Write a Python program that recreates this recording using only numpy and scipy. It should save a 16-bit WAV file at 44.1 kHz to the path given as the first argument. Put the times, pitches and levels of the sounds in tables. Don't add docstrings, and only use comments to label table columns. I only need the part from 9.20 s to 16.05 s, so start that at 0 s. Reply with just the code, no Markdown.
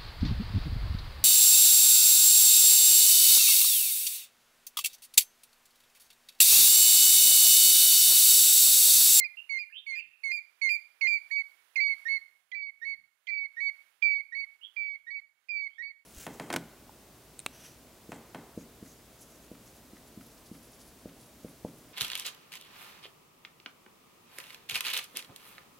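import sys
import numpy as np
from scipy import signal
from scipy.fft import rfft, irfft, next_fast_len
from scipy.io import wavfile
from scipy.ndimage import uniform_filter1d, map_coordinates

SR = 44100
rng = np.random.default_rng(int(sys.argv[2]) if len(sys.argv) > 2 else 0)


def int16_out(signal):
    q = np.round(np.clip(np.atleast_2d(signal).T, -1, 1) * 32767)
    wavfile.write(sys.argv[1], SR, q.astype(np.int16))


N = 302085

# start_s, low_length_s, high_length_s, overlap_s, low_pitch_hz,
# low_slide_share, high_pitch_hz, final_pitch_hz, low_level_db, high_level_db, fade_over_note_db,
# squeak_level_db, octave_level_db, upper_overtones_db
PIPES = [(-.04, 0.082, 0.033, 0.0011, 2141, -0.047, 2463, 2423, -34.5, -37, 9, -44, -18.5, -35),
         (.293, 0.092, 0.056, 0, 2168, -.06, 2450, 2401, -35, -40, 3, -47, -17, -31.5),
         (.665, 0.087, 0.06, 0.00062, 2167, -.06, 2448, 2404, -39, -40.5, 2.5, -54.5, -16, -27),
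         (1.035, 0.086, 0.084, 0.007, 2164, -.052, 2450, 2369, -34, -36, 6, -51, -17, -26.5),
         (1.415, 0.078, 0.081, 0.0026, 2158, -.05, 2424, 2374, -29, -30.5, 5, -40, -17.5, -27),
         (1.812, 0.061, 0.11, 0.0028, 2155, -.056, 2428, 2322, -28, -29, 5, -33.5, -17, -31.5),
         (2.559, 0.044, 0.14, 0.002, 2119, -0.039, 2313, 2209, -29.5, -29, 5.5, -30.5, -19.5, -41),
         (3.318, 0.031, 0.16, 0.0026, 2014, -0.018, 2348, 2226, -41, -40, 5, -45.5, -25.5, -52),
         (4.072, .035, 0.18, .022, 2067, -0.031, 2375, 2234, -42, -36, 0, -45.5, -25, -53),
         (4.821, 0.005, .19, 0.0021, 2100, 0.0066, 2381, 2232, -43.5, -29.5, 13, -46.5, -26, -46.5),
         (5.564, 0.0024, .199, 0.0013, 2066, 0, 2373, 2236, -46.5, -38, 7.5, -52, -28, -50),
         (6.287, 0.0048, .19, 0.002, 2160, 0.0047, 2445, 2232, -46.5, -37, 2.5, -49.5, -23, -42.5)]
# start_s, low_length_s, high_length_s, low_pitch_hz, high_pitch_hz,
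# low_level_db, high_level_db, swell_over_note_db, octave_level_db, upper_overtones_db
ANSWERS = [(2.103, .008, .111, 1896, 2260, -48, -32, 0, -20, -36.5),
           (2.852, 0.031, 0.096, 1848, 2204, -36.5, -32, -1, -17.5, -39),
           (3.614, .035, 0.098, 1866, 2229, -42, -37.5, 0, -17.5, -41.5),
           (4.365, .038, 0.097, 1882, 2255, -40, -32.5, 4, -22.5, -40.5),
           (5.12, .028, 0.1, 1902, 2243, -42, -36.5, -0.5, -20, -41.5),
           (5.865, .039, 0.095, 1892, 2263, -45.5, -40.5, 0.5, -22.5, -45.5),
           (6.581, .042, .096, 1880, 2246, -43, -43, -6.5, -20.5, -51.5)]
# time_s, pitch_hz, level_db
CRACKS = [(1.494, 2690, -42), (1.873, 2826, -45), (3.318, 3263, -50), (4.071, 3235, -47),
          (4.078, 2380, -43.5), (4.825, 3294, -44)]
# frequency_hz, level_db
THROAT = [(5500, 10.5), (6700, 0), (7400, -6.5), (8100, -13), (8800, -8), (9700, -8), (10800, -20.5),
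          (12200, -12.5), (13200, -9.5), (14400, -7.5), (15300, -21)]
# frequency_hz, level_db
RASP = [(300, -50), (1000, -28.0), (2000, -0.5), (3000, 4.5), (3700, -11.5), (4500, 0.0), (5600, -4.0),
        (7500, -23), (15000, -33.5)]
# frequency_hz, level_db
AIR = [(200, -25), (600, -0.5), (1500, 9.0), (3000, 4.5), (4000, -6), (5600, 0.5), (8000, -13.5),
       (15000, -14.5)]
# start_s, end_s, start_pitch_hz, end_pitch_hz, level_db
FAR_WHISTLES = [(0.168, 0.198, 2738, 2793, -42), (0.496, 0.516, 1570, 1810, -63),
                (0.521, 0.594, 2493, 3634, -48), (0.559, 0.574, 3001, 3245, -43.5),
                (0.721, 0.791, 2375, 2597, -47.5), (0.756, 0.778, 1752, 1935, -56.5),
                (0.783, 0.808, 2680, 2710, -42.5), (5.41, 5.454, 2880, 3016, -54),
                (5.429, 5.456, 3160, 3303, -46.5), (6.498, 6.576, 2990, 3430, -73)]
# time_s, rustle_db, hiss_db
BREEZE = [(0.03, -85, -88), (0.14, -81.5, -86.5), (0.56, -89, -91), (1.02, -86, -92.5), (1.3, -81, -88.5),
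          (1.81, -83, -89.5), (1.97, -80, -86.5), (2.31, -80, -85.5), (2.78, -76, -82),
          (3.35, -89.5, -94.5), (4.13, -88.5, -93.5), (4.36, -83, -90), (4.7, -81, -87), (5.1, -87, -92.5),
          (5.56, -83, -90.5), (6.07, -91.5, -97.5), (6.45, -86, -94.5), (6.85, -92, -98)]
# frequency_hz, level_db
RUSTLE = [(60, -41), (150, -23), (250, -17), (400, -8.5), (700, -3.5), (1300, 1), (1800, 2.5), (2800, 0),
          (3500, -2.5), (4500, -7), (8000, -13), (11000, -40)]
# frequency_hz, level_db
HISS = [(4000, -12.5), (7500, -4.5), (8700, 0.5), (9900, 9.5), (11200, 0.5), (13500, 5), (15700, 2)]
# time_s (of the peak), length_s, level_db
PUFFS = [(.1, 0.07, -97), (.25, 0.11, -99), (0.879, .04, -88), (1.5, 0.12, -101), (1.893, .05, -87),
         (3.0, 0.18, -99), (3.635, .06, -91), (3.798, .12, -86.5), (4.9, 0.16, -96), (5.92, 0.28, -99)]
# frequency_hz, level_db
BUFFET = [(20, -17.0), (65, -3), (170, -1.0), (300, -8.5), (700, -36)]
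# pitch_hz, level_db
INSECTS = [(6550, -97), (7580, -96)]

LOW_SWELL_DB, LOW_ARCH_DB, PIPE_ARCH_DB = 1.5, 2, 3.5
LOW_UPPER_DB, LOW_FOLLOWS = -17, 0.51
SETTLE = 1.3
OVERTONE_FADE_DB = 0.5
ANSWER_SCOOP, ANSWER_LOW_SWELL_DB, ANSWER_LOW_ARCH_DB = 0.051, 7.5, 7.5
ANSWER_BEND, ANSWER_CREST = .04, 0.72
ANSWER_ARCH_DB = 4
SAG, SAG_S, SAG_DULL_DB = .04, .026, 6
LINGER = 0.24
SQUEAK_HZ = 2400
CRACK_RASP_DB = 3.5
RUSTLE_DB, HISS_DB = 7.5, 10
STILL_AIR_DB = -110
TOP_HZ = 15760


def hornbill():
    low, high, squeaks, cracks = syrinx()
    clash = np.minimum(loudness(low), loudness(high))
    mixed = amp(-13.0) * low * high / (loudness(low + high) + 1e-4)
    sum_tones = filtered(mixed, lambda hz: (hz > 3700) & (hz < 5000))
    catches = amp(-3) * squeaks + amp(CRACK_RASP_DB) * cracks
    rasp = amp(-23.5) * (clash + loudness(catches)) * noise(RASP)
    air = noise(AIR)
    spurts = unit(amp(4 * wobble(250, N)))
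    voice = (low + high) * amp(0.75 * wobble(60, N)) + squeaks + cracks
    breath = amp(-45) * air * spurts * loudness(voice)
    return voice + sum_tones + rasp + breath


def syrinx():
    low, high, squeaks, cracks = np.zeros((4, N))
    for (start, low_s, high_s, overlap_s, low_hz, slide, hz, final_hz, low_db, high_db,
         fade_db, squeak_db, octave_db, upper_db) in PIPES:
        falling = lambda u: hz + (final_hz - hz) * np.expm1(-SETTLE * u) / np.expm1(-SETTLE)
        low_upper_db = LOW_UPPER_DB + LOW_FOLLOWS * upper_db
        low_part = low_note(low_s, low_hz, slide, low_db, LOW_SWELL_DB, LOW_ARCH_DB,
                            octave_db - 0.8, low_upper_db, jitter=0.0022)
        high_part = high_note(high_s, falling, high_db, -fade_db, PIPE_ARCH_DB,
                              octave_db, upper_db, OVERTONE_FADE_DB)
        add(squeaks, start - .003, squeak(SQUEAK_HZ, squeak_db))
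        add(low, start - .001, low_part)
        add(high, start + low_s - overlap_s - .002, high_part)
    for (start, low_s, high_s, low_hz, hz, low_db, high_db,
         swell_db, octave_db, upper_db) in ANSWERS:
        arching = lambda u: hz * (1 - ANSWER_BEND * (u - ANSWER_CREST) ** 2)
        low_part = low_note(low_s + .002, low_hz, ANSWER_SCOOP, low_db, ANSWER_LOW_SWELL_DB,
                            ANSWER_LOW_ARCH_DB, octave_db=-28, upper_db=-44.5, jitter=0.0039)
        high_part = high_note(high_s, arching, high_db, swell_db, ANSWER_ARCH_DB, octave_db, upper_db)
        add(low, start - .001, low_part)
        add(high, start + low_s - .002, high_part)
    for start, hz, db in CRACKS:
        add(cracks, start - .003, squeak(hz, db))
    return low, high, squeaks, cracks


def low_note(length, hz, slide, level_db, swell_db, arch_db, octave_db, upper_db, jitter):
    length = max(length, .004)
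    t = np.arange(int((length + .029) * SR)) / SR
    u = np.clip(t / length, 0, 1)
    fading_db = -4 * (u - .5)
    pitch = hz * (1 - slide * np.cos(np.pi * u) / 2)
    tone = whistle(pitch, octave_db + fading_db, upper_db + fading_db, jitter, flutter_db=3.5, tilt_db=-8)
    main = gate(t, length - .001, rise=.0071, fall=.0043)
    linger = LINGER * gate(t, length, rise=0.014, fall=0.028)
    return tone * arch(u, level_db, swell_db, arch_db) * np.maximum(main, linger)


def high_note(length, pitch, level_db, rise_db, arch_db, octave_db, upper_db, purer_db=0):
    t = np.arange(int((length + .027) * SR)) / SR
    u = np.clip(t / max(length - .016, .01), 0, 1)
    droop = np.clip((t - length + SAG_S) / SAG_S, 0, 1) ** 2
    fading_db = -purer_db * (u - .5)
    tone = whistle(pitch(u) * (1 - SAG * droop), octave_db + fading_db,
                   upper_db + fading_db - SAG_DULL_DB * droop, jitter=0.0023, flutter_db=3, tilt_db=-1.0)
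    level = arch(t / length, level_db, rise_db, arch_db)
    return tone * level * gate(t, length - .006, rise=.0062, fall=.016)


def squeak(hz, level_db):
    t = np.arange(int(0.015 * SR)) / SR
    tone = whistle(hz * (1 - 4 * t), octave_db=-20, upper_db=-38.5, jitter=0.044, flutter_db=0)
    return tone * amp(level_db) * gate(t, .0028, rise=0.0043, fall=0.0083)


def whistle(hz, octave_db, upper_db, jitter, flutter_db, tilt_db=0):
    n = len(hz)
    phase = 2 * np.pi * np.cumsum(hz * (1 + jitter * wobble(700, n))) / SR
    tone = np.sin(phase) + amp(octave_db + flutter_db * wobble(70, n)) * np.sin(2 * phase)
    for k in range(3, 8):
        level = upper_db + along(THROAT, k * hz) + tilt_db * (k > 4)
        tone += amp(level + flutter_db * wobble(90, n)) * np.sin(k * phase)
    return np.sqrt(2) * tone


def far_bird():
    voice = np.zeros(N)
    for start, end, from_hz, to_hz, db in FAR_WHISTLES:
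        length = end - start
        t = np.arange(int((length + 0.017) * SR)) / SR
        pitch = glide([from_hz, to_hz], t, length)
        tone = whistle(pitch, octave_db=-48, upper_db=-48, jitter=.026, flutter_db=1)
        add(voice, start, tone * amp(db) * gate(t, length - .004, rise=0.0067, fall=0.016))
    return voice


def bush(x, t60, build_s, treble_db):
    t = np.arange(int(.8 * SR)) / SR
    tail = rng.standard_normal(len(t)) * amp(-60 * t / t60) * (1 - np.exp(-t / build_s))
    wet = signal.fftconvolve(x, tail / np.linalg.norm(tail))[:N]
    return filtered(wet, lambda hz: amp(along([(2300, 0.013), (12000, treble_db)], hz)))


def leaves():
    rustle_db, hiss_db = curves(BREEZE)
    stir_db = 1.3 * wobble(8.2, N)
    rustle = amp(rustle_db + RUSTLE_DB + stir_db) * noise(RUSTLE)
    hiss = amp(hiss_db + HISS_DB + stir_db) * noise(HISS)
    return rustle + hiss


def buffeting():
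    t = np.arange(N) / SR
    puffs = sum(amp(db) * np.exp(-(2 * (t - s) / length) ** 2) for s, length, db in PUFFS)
    push = amp(STILL_AIR_DB) + puffs
    return push * amp(2.5 * wobble(29, N)) * noise(BUFFET)


def insects():
    tones = np.zeros(N)
    for hz, db in INSECTS:
        level = amp(db + 0.68 * wobble(3, N))
        phase = 2 * np.pi * np.cumsum(hz + 25 * wobble(110, N)) / SR
        tones += level * np.sin(phase)
    return tones


def amp(db):
    return 10 ** (np.asarray(db) / 20)


def unit(x):
    return x / np.sqrt(np.mean(x ** 2) + 1e-20)


def loudness(x):
    return np.sqrt(np.abs(uniform_filter1d(x ** 2, size=200)))


def along(points, hz):
    f, v = np.transpose(points)
    return np.interp(np.log(hz + 1), np.log(f + 1), v)


def curves(rows):
    s, *cols = np.transpose(rows)
    return [np.interp(np.arange(N) / SR, s, c) for c in cols]


def wobble(rate, n):
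    points = rng.standard_normal(int(n * rate / SR) + 4)
    return map_coordinates(points, [np.arange(n) * rate / SR])


def glide(values, t, length):
    place = np.clip(t / length, 0, 1) * (len(values) - 1)
    return map_coordinates(np.asarray(values, float), [place], order=2, mode="nearest")


def gate(t, length, rise, fall):
    opening = np.clip(t / rise, 0, 1)
    closing = np.clip((length + fall - t) / fall, 0, 1)
    return np.sin(np.pi / 2 * opening * closing) ** 2


def arch(u, level_db, rise_db, arch_db):
    u = np.clip(u, 0, 1)
    return amp(level_db + rise_db * (u - .5) + arch_db * (3.6 * u * (1 - u) - 2 / 3))


def filtered(x, response):
    m = next_fast_len(N + SR // 2)
    return irfft(rfft(x, m) * response(np.fft.rfftfreq(m, 1 / SR)), m)[:N]


def noise(spectrum):
    return unit(filtered(rng.standard_normal(N), lambda hz: amp(along(spectrum, hz))))


def add(track, start, sound):
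    i = round(start * SR)
    sound = sound[max(-i, 0):]
    i = max(i, 0)
    track[i:i + len(sound)] += sound[:max(N - i, 0)]


def scene():
    near, far = hornbill(), far_bird()
    mono = near + amp(-15.5) * bush(near, t60=0.4, build_s=0.0092, treble_db=0)
    mono += amp(-3.0) * far
    mono += amp(-5.5) * bush(far, t60=.25, build_s=0.0025, treble_db=-6.0)
    mono += amp(-13) * bush(far, t60=.8, build_s=0.041, treble_db=-9.5)
    mono += leaves() + buffeting() + insects()
    return np.array([np.zeros(N), 2 * mono])


def record(dry):
    idle = amp(-97) * rng.standard_normal(N)
    return np.array([filtered(channel, lambda hz: hz < TOP_HZ) for channel in (dry[0] + idle, dry[1])])


dry = scene()
out = record(dry)
int16_out(out)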